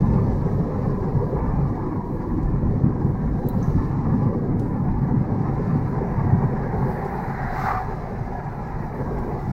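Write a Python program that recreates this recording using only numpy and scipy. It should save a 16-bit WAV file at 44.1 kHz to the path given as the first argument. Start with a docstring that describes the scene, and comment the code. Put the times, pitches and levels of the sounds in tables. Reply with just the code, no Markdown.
"""Inside a car cruising through a rock tunnel: rough asphalt booms in the cabin over a low engine drone.
Bumps thud, tyres roar and air hisses at the seals: noise shaped by resonances, over sine waves for the engine.
From about 2.4 s something in the cabin ticks a few times, each a short burst of noise in one resonance,
the loudest (near 3.49 s) in two at once. The road turns smoother near 7 s, just as an oncoming car swells up;
it whooshes past, abreast near 7.7 s, as several bands of noise that rise and fall around that moment."""
import sys
import numpy as np
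from scipy import signal
from scipy.fft import rfft, irfft
from scipy.io import wavfile
from scipy.ndimage import uniform_filter1d, map_coordinates

SR = 44100
rng = np.random.default_rng(int(sys.argv[2]) if len(sys.argv) > 2 else 0)


def persist_wave(psi):
    """Save psi, clipped to +-1, as 16-bit WAV."""
    counts = np.round(np.clip(psi, -1, 1) * 32767).astype(np.int16)
    wavfile.write(sys.argv[1], SR, np.atleast_2d(counts).T)


N = 419832
TIME = np.arange(N) / SR  # seconds
HZ = np.fft.rfftfreq(N, 1 / SR)

# booming resonances of the body and cabin air: columns pitch_hz, width_hz, relative_db
BOOM_MODES = [(101.9, 11.6, -2), (137.2, 12.2, 0.5), (155, 17, -7.5), (182.8, 27.5, -5), (219.4, 23, -10),
              (246.6, 21, -10)]
# drumming resonances of the panels: columns pitch_hz, width_hz, relative_db
DRUM_MODES = [(247, 24, -1.6), (307.6, 29, 0.92)]
# humming resonances of the tyre walls: columns pitch_hz, width_hz, relative_db
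WALL_MODES = [(390.2, 44.3, 0.54), (417, 36, -11), (488, 42.5, -3.5), (567, 41, -11.5)]
# sharper bumps in the asphalt: columns start_s, relative_db, broken_patch_s (length of the patch behind)
BUMPS = [(0.016, -12, .3), (1.148, -14, .045), (1.59, -17, .03), (2.369, -11, 0.035), (2.62, -10, 0.099),
         (2.834, -6.5, .07), (3.03, -11.5, 0.14), (3.44, -9, 0.032), (3.748, -8, .051), (4.071, -8.5, 0.18),
         (4.25, -9.5, 0.066), (5.105, -8, 0.075), (5.741, -10.5, 0.036), (6.236, -6, 0.064),
         (6.312, -8.5, 0.08), (6.433, -10.5, 0.032), (6.78, -16, .1), (8.988, -16, .064)]


def gain_of(db):
    """Turns decibels into amplitude."""
    return 10 ** (np.asarray(db) / 20)


def level(rows, axis=1):
    """Gain along time, drawn through one dB column of a table whose first column is time."""
    columns = np.transpose(rows)
    return gain_of(np.interp(TIME, columns[0], columns[axis]))


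def noise(colour):
    """Noise of rms 1 with the given strength at each frequency."""
    x = irfft(rfft(rng.standard_normal(N)) * colour, N)
    return x / np.std(x)


def drift(hz):
    """Slow random curve of rms 1, with changes up to about hz times a second."""
    coarse = TIME[::50]
    rates = np.fft.rfftfreq(len(coarse), coarse[1])
    slow_only = np.exp(-(rates / hz) ** 2)
    x = irfft(rfft(rng.standard_normal(len(coarse))) * slow_only, len(coarse))
    return np.interp(TIME, coarse, x / np.std(x))


def spectrum(points):
    """Strength at each frequency, drawn through (Hz, dB) points and falling away beyond both ends."""
    hz, db = np.transpose(points)
    skirts = np.minimum(HZ / hz[0], 1) ** 2 / np.maximum(HZ / hz[-1], 1) ** 4
    return gain_of(np.interp(np.log(HZ + 1), np.log(hz), db)) * skirts


def resonances(modes):
    """Strength at each frequency of a set of steep-sided resonances, added as power."""
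    power = 0
    for hz, width, db in modes:
        power = power + gain_of(db) ** 2 / (1 + ((HZ - hz) / width) ** 2) ** 2
    return np.sqrt(power)


def wandering(x, spread=.022, hz=3):
    """Lets a sound's pitch drift up and down by a small share, by reading it at an uneven speed."""
    place = np.cumsum(1 + spread * drift(hz))
    return map_coordinates(x, [place], order=3, mode="wrap")


def scattered(x, patchy_db=2.6, smooth_hz=2800):
    """Echoes off the passing rock walls strengthen and cancel narrow bands in turn; the treble stays smooth."""
    hz, _, z = signal.stft(x, nperseg=2048, noverlap=1536, boundary="even")
    # random patches, blurred over 4 bands and 8 time steps
    patches = uniform_filter1d(rng.standard_normal(z.shape), size=4, axis=0)
    patches = uniform_filter1d(patches, size=8, axis=1)
    depth_db = patchy_db / np.hypot(1, (hz[:, None] / smooth_hz) ** 2)
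    gains = gain_of(depth_db * patches / np.std(patches))
    y = signal.istft(z * gains, nperseg=2048, noverlap=1536)[1][:N]
    return y / np.std(y)


def glass(hz=2580):
    """Side windows and trim shut out the treble steeply above hz."""
    return 1 / np.sqrt(1 + (HZ / hz) ** 16)


def swell(s, width_s):
    """A bell-shaped rise and fall around one moment."""
    return np.exp(-((TIME - s) / width_s) ** 2)


def surface(axis=1, joint_s=0.025):
    """One column of the asphalt table along time; the wheels cross each joint quickly."""
    # stretches of asphalt under the wheels: columns start_s, coarseness_db, panel_drumming_db (relative),
    # high_note_share (0-1, part of the tread roar's power in its higher note)
    stretches = [(0, -23.5, -35, 0.21), (.62, -25, -34.5, 0.33), (1.7, -28.5, -33, 0.58),
                 (2.2, -31, -31.5, .5), (2.36, -24.5, -34.5, 0.28), (4.35, -23, -31, 0.1),
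                 (4.7, -23.5, -34.5, 0.21), (5.6, -24, -39.5, 0.1), (6.55, -25, -39, .14),
                 (6.92, -28.5, -46, 0), (7.7, -32.5, -46, 0.02), (8.98, -28, -38, 0.09)]
    columns = np.transpose(stretches)
    value = columns[axis][0]
    for s, step in zip(columns[0][1:], np.diff(columns[axis])):
        value = value + step * (1 + np.tanh((TIME - s) / joint_s)) / 2
    return value


def road_force(broken_db=-11.0, attack_s=0.0094):
    """The asphalt's steady texture, plus a surge over the broken patch behind each bump."""
    power = gain_of(surface()) ** 2
    for s, db, length in BUMPS:
        t = np.maximum(TIME - s, 0)
        patch = np.minimum(t / attack_s, 1) * np.exp(-(t / length) ** 4)
        power = power + (gain_of(db + broken_db) * patch) ** 2
    return np.sqrt(power)


def rocking(steady_db=-25.0, uneven_db=2.0, follows=0.34):
    """The body always shakes a little, more on coarse asphalt, and heaves in each dip."""
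    # dips in the road that rock the body: columns middle_s, half_length_s, relative_db
    dips = [(.07, 0.089, -24.5), (0.347, .09, -22.5), (0.584, 0.059, -25.5), (1.502, 0.18, -24),
            (2.547, 0.24, -22.5), (3.323, 0.098, -26), (3.774, 0.078, -20), (4.528, 0.099, -28),
            (9.297, 0.23, -27.5)]
    # follows: dB of steady shake per dB of coarseness
    power = gain_of(steady_db + follows * surface() + uneven_db * drift(5.5)) ** 2
    for s, width, db in dips:
        power = power + (gain_of(db) * swell(s, width)) ** 2
    return np.sqrt(power)


def rumble(lumpy_db=1.5, shake_db=-1.5, wall_db=-1.05, drum_db=-0.56, grit_waver_db=2.5, drum_follows=.45):
    """Uneven asphalt drives the body, the cabin air, the panels and the tyre walls."""
    # low shaking resonances of the body: columns pitch_hz, width_hz, relative_db
    shake_modes = [(28.2, 6.6, -1), (38, 10, -6.5), (52.8, 5.9, 1.5), (73.4, 7.5, -5.5)]
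    # tyre walls' hum, which follows the fine grit of the road: columns time_s, relative_db
    grit = [(0, -30.5), (.55, -32), (1.3, -29.5), (1.55, -34), (2.2, -35), (2.48, -38), (2.95, -34),
            (3.4, -34.5), (4.03, -38.5), (4.4, -31), (4.8, -39), (5.25, -34.5), (5.7, -36.5), (6.02, -30.5),
            (6.22, -37.5), (6.65, -30.5), (7.1, -34), (7.5, -37.5), (8.5, -39.5), (9.05, -34), (9.5, -36)]
    force = road_force()
    boom = noise(resonances(BOOM_MODES)) * force * gain_of(lumpy_db * drift(14))
    shake = noise(resonances(shake_modes)) * rocking() * gain_of(shake_db)
    # broken patches shake the panels too
    surge = (force / gain_of(surface())) ** drum_follows
    drumming = surge * gain_of(surface(axis=2) + drum_db + lumpy_db * drift(12))
    panels = wandering(noise(resonances(DRUM_MODES)), spread=.04) * drumming
    hum_level = level(grit) * gain_of(wall_db + grit_waver_db * drift(16))
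    walls = wandering(noise(resonances(WALL_MODES)), spread=.03) * hum_level
    return boom + shake + panels + walls


def engine(crank_hz=26.15, wander=0.00299, waver_db=2.0):
    """A four-cylinder at nearly steady low revs: sine waves at multiples of its turning speed, each wavering."""
    # engine tones: columns multiple_of_crank_speed, rms_db (middle of the waver)
    orders = [(1, -40.5), (2, -41.5), (4, -43), (6, -43), (14, -49.5)]
    turns = np.cumsum(crank_hz * (1 + wander * drift(1.19))) / SR
    drone = np.zeros(N)
    for multiple, db in orders:
        tone = np.sin(2 * np.pi * (multiple * turns + rng.random()))
        drone += np.sqrt(2) * gain_of(db + waver_db * drift(7.6)) * tone  # root 2: sine peak from rms
    return drone


def rush(tread_db=3.5, air_db=-3.0, flutter_db=1.29, air_flutter_db=1.0, fizz_waver_db=1.5):
    """Tread roar muffled by the glass, with hiss and fizz leaking through the seals."""
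    # tread resonances, lower and higher note: columns pitch_hz, width_hz, relative_db
    low_modes = [(596, 46, -5.5), (730, 58, -2.5), (792, 45, 0), (871, 56, 0), (991, 52, -5.5),
                 (1131, 38, -8.5), (1271, 88, -12.5), (1416, 92, -16.5), (1674, 100, -12.5),
                 (1898, 140, -19), (2105, 354, -23.5)]
    high_modes = [(880, 68, -1.5), (997, 54, 6.5), (1137, 60, 0), (1210, 66, -15)]
    # tread roar and air hiss along time: columns time_s, tread_relative_db, air_relative_db
    rush_levels = [(0, -41.5, -60), (.5, -40.5, -60), (1.1, -41, -61.5), (1.6, -39.5, -63),
                   (2.2, -41, -64.5), (2.45, -42.5, -65), (2.9, -43.5, -65.5), (3.3, -43, -63.5),
                   (3.68, -41, -59.5), (4.3, -41.8, -64), (4.55, -43, -67), (5.1, -42.5, -65),
                   (5.45, -38.5, -63), (5.64, -40, -60.5), (5.9, -39.5, -61.7), (6.4, -37, -62.3),
                   (7.05, -38.5, -60.5), (8.1, -39.5, -60.5), (9, -39.5, -62), (9.25, -38.5, -60.5),
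                   (9.5, -40, -59.5)]
    # colour of the air hiss, then of the thin fizz at the seals: columns pitch_hz, relative_db
    air_colour = [(2000, -9.5), (2900, -4), (3220, -8.5), (3550, -5), (3950, -1.5), (4800, -2.5),
                  (5800, -4), (7200, -11), (9500, -18.5), (16000, -30)]
    fizz_colour = [(5000, -21.5), (8000, -7.5), (10000, -5), (13000, 0), (15700, -1.5)]
    # fizz along time, with one broad swell just ahead of the other car: columns time_s, level_db
    fizz_levels = [(0, -72), (2.05, -73.5), (2.16, -70), (2.35, -74), (2.93, -79), (3.12, -73), (3.3, -77),
                   (3.62, -66), (4, -76.5), (4.33, -75), (4.5, -79), (4.66, -74.5), (5.2, -78),
                   (5.85, -72.5), (6.2, -74.5), (6.7, -72.5), (6.9, -64), (7.1, -63.5), (7.4, -70),
                   (8.2, -73), (8.75, -74), (9, -70), (9.5, -68.5)]
    share = np.clip(surface(axis=3), 0, 1)  # the road surface shifts the tread's note
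    low_note = noise(resonances(low_modes) * glass())
    high_note = noise(resonances(high_modes) * glass())
    both_notes = np.sqrt(1 - share) * low_note + np.sqrt(share) * high_note
    roar = scattered(wandering(both_notes), patchy_db=2.5)
    tread = roar * level(rush_levels) * gain_of(tread_db + flutter_db * drift(31))
    airflow = level(rush_levels, axis=2) * gain_of(air_db + air_flutter_db * drift(24))
    air = scattered(noise(spectrum(air_colour)), patchy_db=2.5) * airflow
    fizz = noise(spectrum(fizz_colour)) * level(fizz_levels) * gain_of(fizz_waver_db * drift(12))
    return tread + air + fizz


def bumps(thud_db=-5.5, contact_s=0.0066, knock_db=-11.0):
    """A wheel meets a bump: the cabin rings with a dull thud, panels and tyre walls with a fainter knock."""
    t = np.arange(SR // 4) / SR
    modes = list(BOOM_MODES)
    for hz, width, db in list(DRUM_MODES) + list(WALL_MODES):
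        modes.append((hz, width, db + knock_db))
    thud = np.zeros(len(t))
    for hz, width, db in modes:
        thud += gain_of(db) * np.exp(-np.pi * width * t) * np.sin(2 * np.pi * hz * t)
    thud = thud * (1 - np.exp(-(t / contact_s) ** 2))  # the soft tyre rounds off the blow
    blows = np.zeros(N)
    for s, db, _ in BUMPS:
        blows[int(s * SR)] = gain_of(db + thud_db)
    return signal.oaconvolve(blows, thud / abs(thud).max())[:N]


def ticks(echo_s=0.1):
    """Small hard parts click: a short burst, then a faint tail; the loudest click rings in two resonances."""
    # one resonance of a click per row (the rows at 3.486 and 3.487 s make one click):
    # columns start_s, level_db, pitch_hz, width_hz, rise_s, decay_s, cabin_echo_db (against the burst)
    clicks = [(2.425, -63, 4760, 3500, .004, .012, -18), (3.486, -36.8, 13900, 2400, .0003, .006, -30),
              (3.487, -56.5, 3970, 140, .002, .018, -17), (3.625, -49, 6050, 460, .004, .006, -10),
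              (4.593, -52, 4500, 6800, 0.0036, .004, -10.5), (7.04, -61, 5500, 5000, .012, .025, -22),
              (9.184, -61, 6000, 8000, .003, .012, -14)]
    out = np.zeros(N)
    for s, db, hz, width, rise, decay, echo_db in clicks:
        t = np.maximum(TIME - s, 0)
        burst = np.exp(-np.maximum(t - rise, 0) / decay)
        tail = gain_of(echo_db) * np.exp(-t / echo_s)
        envelope = np.minimum(t / rise, 1) * (burst + tail)
        out += gain_of(db) * envelope * noise(resonances([(hz, width, 0)]))
    return out


def alongside(s, width_s):
    """Gain of a passing source: its distance, and the slant at which it meets the side window."""
    return 1 / (1 + ((TIME - s) / width_s) ** 2) ** 1.13


def oncoming(abreast_s=7.672, passing_s=0.098, near_db=-25.5, buffet_db=2.5,
             slip_db=-50.0, slip_lead_s=0.023, slip_s=0.11, far_db=-32.0, approach_s=0.89, leave_s=0.17,
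             bright_db=-39.0, bright_lead_s=0.21, bright_s=0.17):
    """The tunnel carries the other car's roar ahead of it, brighter over the last metres;
    its nose brings a hiss of air, its wheels a buffeting roar."""
    # colour of its roar from afar, then from close by: columns pitch_hz, relative_db
    far_colour = [(450, -23), (640, -12.5), (780, 7.5), (890, -5.5), (1000, -1.5), (1180, -15.5),
                  (1400, -9), (1650, -8), (1950, -12), (2600, -36.5), (3200, -47.5), (4000, -35),
                  (8000, -56)]
    near_colour = [(450, -20), (640, -11.5), (740, 3.5), (900, -5), (1100, -2.5), (1400, -10), (1600, -16),
                   (2100, -17), (2700, -34.5), (3150, -45.5)]
    # resonances of its tyres, heard from the front: columns pitch_hz, width_hz, relative_db
    front_modes = [(1430, 130, -2), (1640, 120, 0), (1900, 190, -2)]
    # colour of the air it pushes aside: columns pitch_hz, relative_db
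    slip_colour = [(3300, -11.5), (4000, 0), (6000, -7.5), (9000, -19), (13000, -12.5), (15700, -10.5)]
    t = TIME - abreast_s
    carried = np.exp(np.where(t < 0, t / approach_s, -t / leave_s))  # slow rise, quick fall
    far_roar = scattered(wandering(noise(spectrum(far_colour)), spread=.025), patchy_db=1.0)
    far = carried * gain_of(far_db) * far_roar
    bright_roar = scattered(noise(resonances(front_modes) * glass()), patchy_db=3.0)
    bright = swell(abreast_s - bright_lead_s, bright_s) * gain_of(bright_db) * bright_roar
    near_roar = scattered(noise(spectrum(near_colour)), patchy_db=3.0)
    near = alongside(abreast_s, passing_s) * gain_of(near_db + buffet_db * drift(45)) * near_roar
    hiss = scattered(noise(spectrum(slip_colour)), patchy_db=2.5)
    slip = alongside(abreast_s - slip_lead_s, slip_s) * gain_of(slip_db) * hiss
    return far + bright + near + slip


def scene():
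    """Everything as heard behind the windscreen, in one channel."""
    return (rumble() + engine() + rush() + bumps() + ticks() + oncoming())[None]


def record(dry, cutoff_hz=15900):
    """Softens both ends, then removes what lies above the cutoff."""
    eased = dry * signal.windows.tukey(N, .002)
    lowpass = signal.firwin(511, cutoff_hz, window=("kaiser", 9), fs=SR)
    return signal.oaconvolve(eased, lowpass[None], "same")


dry = scene()
out = record(dry)
persist_wave(out)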